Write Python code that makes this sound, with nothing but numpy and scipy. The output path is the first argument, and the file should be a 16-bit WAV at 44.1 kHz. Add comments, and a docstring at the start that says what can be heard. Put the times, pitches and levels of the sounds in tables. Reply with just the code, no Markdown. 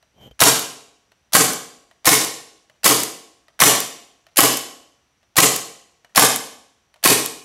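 """Gel blaster in an indoor lane

A gas blowback gel blaster fires nine single shots down a narrow, hard-walled lane; a trigger reset precedes each.
Shot: noise bursts for sear, hammer, valve and bolt, damped modes for pop and metal ring, a noise puff for the gas.
Noise-built echoes and standing waves make the lane boom; each gel ball then slaps the target.
A finger rubs the hand-held microphone once and bumps it three times, over quiet ventilation; peaks are rounded off.
"""
import sys
import numpy as np
from scipy import signal
from scipy.fft import rfft, irfft, next_fast_len
from scipy.io import wavfile
from scipy.ndimage import map_coordinates

SR = 44100
rng = np.random.default_rng(int(sys.argv[2]) if len(sys.argv) > 2 else 0)


def bounce(signal):
    """Save signal as a 16-bit WAV file at the path given by the first command-line argument."""
    frames = np.transpose(np.atleast_2d(signal))
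    limited = np.clip(frames, -1, 1)
    pcm = np.round(limited * 32767).astype(np.int16)
    wavfile.write(sys.argv[1], SR, pcm)


N = 328320
T = np.arange(SR) / SR  # time axis of one event, s
LEAD_S = .02  # room ahead of an event's nominal time, for sounds that precede it

# shots: hammer_s, action_db, flight_s (hammer to slap), slap_db
SHOTS = [(.402, 1.5, 0.19, -19), (1.332, -1.5, 0.2, -21), (2.055, 1, 0.19, -19), (2.842, .5, 0.19, -15),
         (3.601, 1.5, 0.2, -16.5), (4.369, 1, .201, -17.5), (5.366, 0.5, .194, -14), (6.158, 0, 0.2, -15.5),
         (7.038, -0.5, 0.22, -17.5)]
# relative spectrum of trigger and sear parts: freq_hz, density_db_per_hz
LEVER = [(100, -21.5), (300, -16), (700, 4), (900, -2), (1900, 0.5), (3500, -5), (7000, -13.5),
         (12000, -16), (16000, -29.5)]
# relative spectrum of the plastic receiver: freq_hz, density_db_per_hz
RECEIVER = [(150, -20), (480, -15.5), (640, 1), (850, -7.5), (1200, -6), (2500, -12.5), (7000, -23),
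            (14000, -37.5)]
# relative spectrum of a finger on the microphone: freq_hz, density_db_per_hz
FINGER = [(15, -46.5), (25, -10), (93, 3.5), (312, -4), (425, -2), (772, -8.5), (1640, -25), (2500, -21),
          (3250, -48.5), (5500, -120)]
# relative spectrum of the microphone shell: freq_hz, density_db_per_hz
SHELL = [(1000, -35.5), (2700, -24), (3020, -8), (3130, -3), (3250, -14), (3700, -27), (4900, -35),
         (6500, -28), (10000, -41), (12800, -24), (14000, -43.5)]


def amp(db):
    """Decibels to gain."""
    return 10 ** (np.asarray(db) / 20)


def unit(x):
    """Scale to rms 1."""
    return x / np.sqrt(np.mean(x ** 2) + 1e-20)


def along(points, hz):
    """Interpolate (Hz, value) points on a log frequency axis."""
    f, v = np.transpose(points)
    return np.interp(np.log(hz + 1), np.log(f + 1), v)


def add(track, start_s, x):
    """Mix x into the track from start_s."""
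    i = max(round(start_s * SR), 0)
    track[i:i + len(x)] += x[:N - i]


def coloured(x, colour, size=4096):
    """Causal minimum-phase filter of unit energy with the given spectrum."""
    log_gain = np.log(amp(along(colour, np.fft.rfftfreq(size, 1 / SR))))
    cepstrum = irfft(log_gain)
    fold = 1 + np.sign(size // 2 - np.arange(size))
    h = irfft(np.exp(rfft(cepstrum * fold)))
    return signal.fftconvolve(x, h / np.linalg.norm(h))[:len(x)]


def fade(start_s, t60_s, attack_s):
    """Exponential rise (time constant attack_s) times exponential decay."""
    t = np.maximum(T - start_s, 0)
    return (1 - np.exp(-t / attack_s)) * amp(-60 * t / t60_s)


def grainy(spread):
    """Noise of rms 1 whose samples vary in size, so that single ticks stand out."""
    size = np.exp(spread * rng.standard_normal(SR))
    return unit(rng.standard_normal(SR) * size)


def bursts(stages, colour, scatter_db=0.5, grain=.5):
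    """Clatter: coloured grainy noise under one decaying envelope per stage, each of random size."""
    power = 0
    for start_s, level_db, t60_s in stages:
        level = amp(level_db + scatter_db * rng.normal())
        power = power + (level * fade(LEAD_S + start_s, t60_s, attack_s=0.00013)) ** 2
    return coloured(np.sqrt(power) * grainy(grain), colour)


def mode(hz, start_s, level_db, t60_s, attack_s, scatter_db=1, detune=0.0022):
    """Damped resonance, random in pitch (fraction detune) and level on each blow."""
    pitch_hz = hz * (1 + detune * rng.normal())
    level = amp(level_db + scatter_db * rng.normal())
    return level * fade(start_s, t60_s, attack_s) * np.sin(2 * np.pi * pitch_hz * (T - start_s))


def echo_paths(first_rate_hz=120, growth_s=.04, diffuse=.4):
    """Separate wall echoes that multiply into a diffuse wash."""
    rate_hz = first_rate_hz * np.exp(T / max(growth_s, .005))
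    chance = np.clip(rate_hz / SR, 1e-4, 1)
    echoes = (rng.random(SR) < chance) * rng.choice([-1, 1], SR) / np.sqrt(chance)
    return unit(echoes + diffuse * rng.standard_normal(SR))


def falling_ring(hz, t, rest_hz=2900, glide_s=0.032, ring_db=1.8):
    """Gain of a faint narrow band that slides down through the echoes and settles."""
    centre_hz = rest_hz + 2200 * np.exp(np.clip((.135 - t) / glide_s, -20, 5))
    offset = hz[:, None] / centre_hz - 1
    return amp(ring_db * np.exp(-(offset / 0.083) ** 2))


def surges(count=2):
    """Echo level in dB: thin until the end wall answers, then a swell per round trip of the lane."""
    first_return_s, round_trip_s, early_db = .046, 0.088, -2.5
    surge_db, kept, rise_s, fall_s = 5.5, 0.54, 0.0072, 0.038  # kept: share of one swell in the next

    def arrived(at_s):
        return .5 + .5 * np.tanh(2 * (T - at_s) / rise_s + 1)

    swells = 0
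    for k in range(count):
        at_s = first_return_s + round_trip_s * k
        swells = swells + kept ** k * arrived(at_s) * np.exp(-np.maximum(T - at_s, 0) / fall_s)
    return early_db * (1 - arrived(first_return_s)) + surge_db * swells


def room(x, wet_db, paths, steady_hz=600):
    """Reverberation: long waves mostly repeat their paths, short ones are drawn anew for each sound."""
    # echo decay: freq_hz, t60_s
    decay = [(60, 0.41), (200, 0.71), (450, 0.71), (1100, 0.57), (2000, 0.59), (3000, 0.64), (7000, 0.58),
             (10000, 0.5), (13000, 0.44), (16000, 0.26)]
    # relative wall reflection: freq_hz, returned_db
    walls = [(40, -14.5), (90, -9), (130, -2.5), (200, -2), (300, -0.5), (460, 1.5), (600, -3.5), (900, -3),
             (1100, 2.5), (1400, -3), (2500, -3.5), (4000, -2), (7200, 2.5), (11000, -1.5), (14000, -0.5),
             (16000, -6)]
    hz, t, z = signal.stft([paths, echo_paths()], SR, nperseg=256)
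    same = (0.75 / (1 + (hz / steady_hz) ** 2)).clip(0, 1)[:, None]
    mixed = np.sqrt(same) * z[0] + np.sqrt(1 - same) * z[1]
    mixed = mixed * amp(-60 * t / along(decay, hz)[:, None])
    echoes = signal.istft(mixed * falling_ring(hz, t), SR, nperseg=256)[1][:SR]
    tail = coloured(echoes, walls) * amp(surges())
    return x + amp(wet_db) * signal.fftconvolve(x, tail / np.linalg.norm(tail))[:SR]


def background(air_db=-67, hiss_db=-76):
    """Ventilation: steady broadband noise with a thin, high band of hiss."""
    # relative ventilation spectrum: freq_hz, density_db_per_hz
    air = [(25, -11), (65, -2.5), (110, -6), (220, -9), (500, -14), (700, -13), (1100, -15), (1500, -14.5),
           (3000, -17), (5000, -22), (7500, -26.5), (12000, -32.5), (16000, -42)]
    hiss = [(4000, -42.5), (5500, -11), (5850, 0), (6250, -13), (8000, -40.5)]
    low = amp(air_db) * coloured(rng.standard_normal(N), air)
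    return low + amp(hiss_db) * coloured(rng.standard_normal(N), hiss)


def rub(squeak_hz=3130, waver=0.008, waver_rate_hz=160):
    """A finger slides over the microphone shell; its pressure drives a rumble and a faint squeak."""
    start_s, press_s, slide_s, lift_s = .14, .088, .05, .032
    range_db, rumble_db, squeak_db = 18, -47.5, -51  # pressure swing; gains at full pressure
    corners_s = start_s + np.cumsum([0, press_s, slide_s, lift_s])
    touching = (T > corners_s[0]) * (T < corners_s[-1])
    pressure = amp(range_db * np.interp(T, corners_s, [-1, 0, 0, -1])) * touching
    drift = map_coordinates(rng.standard_normal(SR), [T * waver_rate_hz])
    pitch_hz = squeak_hz * (1 + waver * drift)
    squeak = np.sin(2 * np.pi * np.cumsum(pitch_hz) / SR) + 0.88 * coloured(rng.standard_normal(SR), SHELL)
    rumble = coloured(rng.standard_normal(SR), FINGER)
    # the squeak follows pressure more steeply
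    return amp(rumble_db) * pressure * rumble + amp(squeak_db) * pressure ** 1.5 * squeak


def handling(thud_cycles=5.5, thud_db=-3, tap_db=-2):
    """Finger on the microphone: a rub, and bumps made of a thud, a soft tap and a short shell ring."""
    # bumps: start_s, level_db, thud_hz, shell_db
    bumps = [(.182, -46, 260, -70), (.211, -38.5, 160.3, -62), (0.311, -37, 58, -49)]
    hand = rub()
    for s, level_db, hz, shell_db in bumps:
        at_s = s - LEAD_S  # bursts() adds the lead back
        thud = mode(hz, s, level_db + thud_db, thud_cycles / hz, attack_s=.001)
        tap = bursts([(at_s, 0, .03)], FINGER) + bursts([(at_s, -9, .016)], RECEIVER)
        shell = bursts([(at_s, shell_db, .045)], SHELL)
        hand = hand + thud + amp(level_db + tap_db) * tap + shell
    return np.pad(hand, (0, N - SR))


def knock(delay_s):
    """Plastic receiver knock: one damped mode and a noise burst."""
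    body = mode(635, LEAD_S + delay_s, -13, .035, attack_s=.001, detune=.01)
    return body + bursts([(delay_s, -16.5, .062)], RECEIVER)


def trigger(paths, click_db=2.5, travel_s=0.018):
    """Trigger reset: metal snap and receiver knock, then a knock at the front stop after travel_s."""
    # resets: start_s, knock_db, snap_db, front_stop_db
    resets = [(.027, -39.5, -41, -55.5), (1.1188, -40, -38, -54.5), (1.9125, -35, -37.5, -53.5),
              (2.6978, -35, -37.5, -50), (3.4828, -37, -38.5, -41.5), (4.267, -37, -37, -38),
              (5.229, -41.5, -53.5, -55.5), (6.047, -33.5, -33.5, -47.5), (6.9413, -39, -35, -34)]
    # pawl modes: pitch_hz, level_db, t60_s
    pawl_modes = [(1910, -3.5, .03), (2600, -3.5, 0.0058), (3060, -9.5, 0.067), (4100, -6.5, .02),
                  (4360, -6, .02)]
    track = np.zeros(N)
    impulse = 1. * (np.arange(SR) == round(LEAD_S * SR))
    click = amp(click_db) * coloured(impulse, LEVER)
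    for s, knock_db, snap_db, stop_db in resets:
        pawl = sum(mode(hz, LEAD_S, db, t60_s, attack_s=.0002, scatter_db=2.0, detune=0.031)
                   for hz, db, t60_s in pawl_modes)
        snap = click + amp(-12.5) * pawl + bursts([(0, -7.5, 0.016)], LEVER)
        knocks = amp(knock_db) * knock(0) + amp(stop_db) * knock(travel_s)
        add(track, s - LEAD_S, room(knocks + amp(snap_db) * snap, -9.5, paths))
    return track


def target(paths):
    """After its flight each gel ball slaps the target: two close noise bursts."""
    # relative gel slap spectrum: freq_hz, density_db_per_hz
    gel = [(200, -22), (1500, -7), (4000, -8), (7000, 0.5), (9000, -0.5), (12500, 0.5), (16000, -7.5)]
    track = np.zeros(N)
    for s, _, flight_s, slap_db in SHOTS:
        slap = bursts([(0, 1, .016), (.003, 6.8, 0.0075)], gel)
        add(track, s + flight_s - LEAD_S, amp(slap_db) * room(slap, -12.5, paths))
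    return track


def boom():
    """The pop slaps back from side and end walls and excites the lane's standing waves."""
    # hollow wall slaps: pitch_hz, delay_s, level_db, t60_s
    slap_modes = [(769, .016, -16, 0.1), (289.6, 0.038, -9, 0.092), (1095, 0.045, -13, 0.098),
                  (439.3, .053, -10.5, 0.12), (424.6, 0.092, -12.5, .08)]
    # standing waves: pitch_hz, delay_s, relative_db, t60_s
    lane_modes = [(128.3, .035, -22.5, .42), (174.6, 0.038, -31, .45), (252, .05, -28.5, 0.56),
                  (271.7, .04, -27.5, 0.47), (315, .04, -27, 0.59), (394, .05, -31, .5),
                  (420.3, .05, -27.5, 0.6), (459, .06, -25, 0.61), (699.5, .01, -31, 0.82),
                  (751, .008, -24.5, 0.61), (803, 0.018, -28.5, 0.71), (1000, 0.028, -28.5, .6),
                  (1049, .03, -28.5, 0.67), (1108, .04, -34, 0.85)]
    start_s = LEAD_S + .018  # delays count from here
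    slaps = sum(mode(hz, start_s + s, db, t60_s, attack_s=0.012, scatter_db=0.5, detune=0.0055)
                for hz, s, db, t60_s in slap_modes)
    waves = sum(mode(hz, start_s + s, db - 2.0, t60_s, attack_s=0.0046, scatter_db=0.3, detune=0.0014)
                for hz, s, db, t60_s in lane_modes)
    return slaps + waves


def muzzle(delay_s=.0178):
    """Gas leaves the barrel: hollow pop (damped modes) and turbulent puff (noise), returned apart."""
    # pop resonances: pitch_hz, level_db, t60_s
    pop_modes = [(155, -17.5, 0.067), (293, -14.5, 0.046), (478, -17.5, 0.061), (766, -17, 0.11),
                 (1074.6, -4.5, .055), (1267, -15, 0.095), (1563, -15, 0.055), (1980, -13, 0.066)]
    # gas bursts: after_hammer_s, level_db, t60_s
    gas_stages = [(.0175, -2, 0.041), (.026, -15.5, .04)]
    # relative puff spectrum: freq_hz, density_db_per_hz
    puff_colour = [(25, -21.5), (60, -12), (140, -0.5), (600, -1), (1100, 0), (2200, 1.5), (4000, -4.5),
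                   (8000, -5), (12000, -3.5), (16000, -12.5)]
    pop = sum(mode(hz, LEAD_S + delay_s, db, t60_s, attack_s=0.0016, detune=0.009)
              for hz, db, t60_s in pop_modes)
    return pop, bursts(gas_stages, puff_colour)


def action(rear_s):
    """Hammer opens the valve; gas throws the bolt to its rear stop, the spring drives it home, rattling."""
    # sear, hammer, valve; sear slip and bolt rocking as it settles: after_hammer_s, level_db, t60_s
    sear = [(-.0093, -31, 0.055)]
    hammer = [(0, -14, .022), (.0025, -3.5, 0.015), (.0095, -10.5, .025)]
    valve = [(.0100, -15, 0.032), (.0122, -6, .025)]
    ticks = [(-.0085, -29, .014), (.153, -25, .025), (.160, -21.5, .026)]
    # bolt contacts: after_stop_s, level_db, t60_s
    rear_stop = [(0, -2, .017), (.006, -12.5, .018)]
    home_stop = [(0, -12.5, .018), (.026, -14.5, .016)]
    # bolt and barrel ring: pitch_hz, relative_db, t60_s
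    ring_modes = [(1558, -31.5, 0.25), (1917, -28, 0.22), (2230, -33, 0.45), (2400, -35.5, .3),
                  (2790, -34.5, 0.2), (4810, -36, 0.28), (5830, -35, 0.19), (7270, -30.5, 0.4),
                  (10000, -33, .25)]
    # relative spectra of steel, gas jet, bolt: freq_hz, density_db_per_hz
    steel = [(100, -31), (380, -17.5), (650, 0.5), (1200, -5.5), (2600, -5.5), (4500, -0.5), (7000, -1.5),
             (9000, -4), (11000, -0.5), (16000, -10.5)]
    jet = [(60, -11), (150, -1), (400, -4), (650, 9.5), (900, 0.5), (1350, -4.5), (1800, 5.5), (2800, -3),
           (7000, -7), (11000, 3.5), (16000, -13)]
    bolt_colour = [(60, -13), (300, -5), (750, 4.5), (1100, 2), (1500, -4.5), (3000, 3), (7000, -1),
                   (12000, 1.5), (16000, -10)]
    home_s = rear_s + .0225 + .003 * rng.normal()  # spring return and its scatter
    bolt = [(rear_s + s, db, t60_s) for s, db, t60_s in rear_stop]
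    bolt += [(home_s + s, db, t60_s) for s, db, t60_s in home_stop]
    ring = sum(mode(hz, LEAD_S + .012, db, t60_s, attack_s=.01, scatter_db=0.5, detune=.002)
               for hz, db, t60_s in ring_modes)
    strikes = bursts(sear, LEVER) + bursts([*hammer, *ticks], steel)
    return amp(-1.0) * ring + strikes + bursts(valve, jet) + bursts(bolt, bolt_colour)


def shots(paths):
    """Firing cycles with the lane's answer; as the gas cools the bolt is later with every shot."""
    first_rear_s, later_s = .0338, .00042  # bolt at rear stop after the hammer; delay added per shot
    pop_db, first_puff_db, puff_rise_db = 0, 0.37, 0.02  # the puff rises slightly per shot
    track = np.zeros(N)
    for k, (s, action_db, _, _) in enumerate(SHOTS):
        pop, puff = muzzle()
        blast = amp(pop_db) * (room(pop, -10.5, paths) + boom())
        gas = amp(first_puff_db + puff_rise_db * k) * room(puff, 1, paths)
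        mechanism = amp(action_db) * room(action(first_rear_s + later_s * k), 0.49, paths)
        add(track, s - LEAD_S, mechanism + blast + gas)
    return track


def scene():
    """Everything in one room, at one microphone."""
    paths = echo_paths()
    mix = background() + handling() + trigger(paths) + target(paths) + shots(paths)
    return mix[None]


def record(dry, ceiling=0.94, top_hz=15900):
    """The microphone rounds off the loudest peaks, shapes the spectrum and cuts above its band limit."""
    # microphone response: freq_hz, gain_db
    response = [(15, -23.5), (35, -5.5), (60, -0.5), (13000, 0), (15800, -1.5)]
    squashed = dry / (1 + np.abs(dry / ceiling) ** 5) ** (1 / 5)
    m = next_fast_len(N + SR)
    hz = np.fft.rfftfreq(m, 1 / SR)
    band = np.clip((top_hz - hz) / 400 + .5, 0, 1)
    return irfft(rfft(squashed, m) * amp(along(response, hz)) * band, m)[:, :N]


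dry = scene()
out = record(dry)
bounce(out)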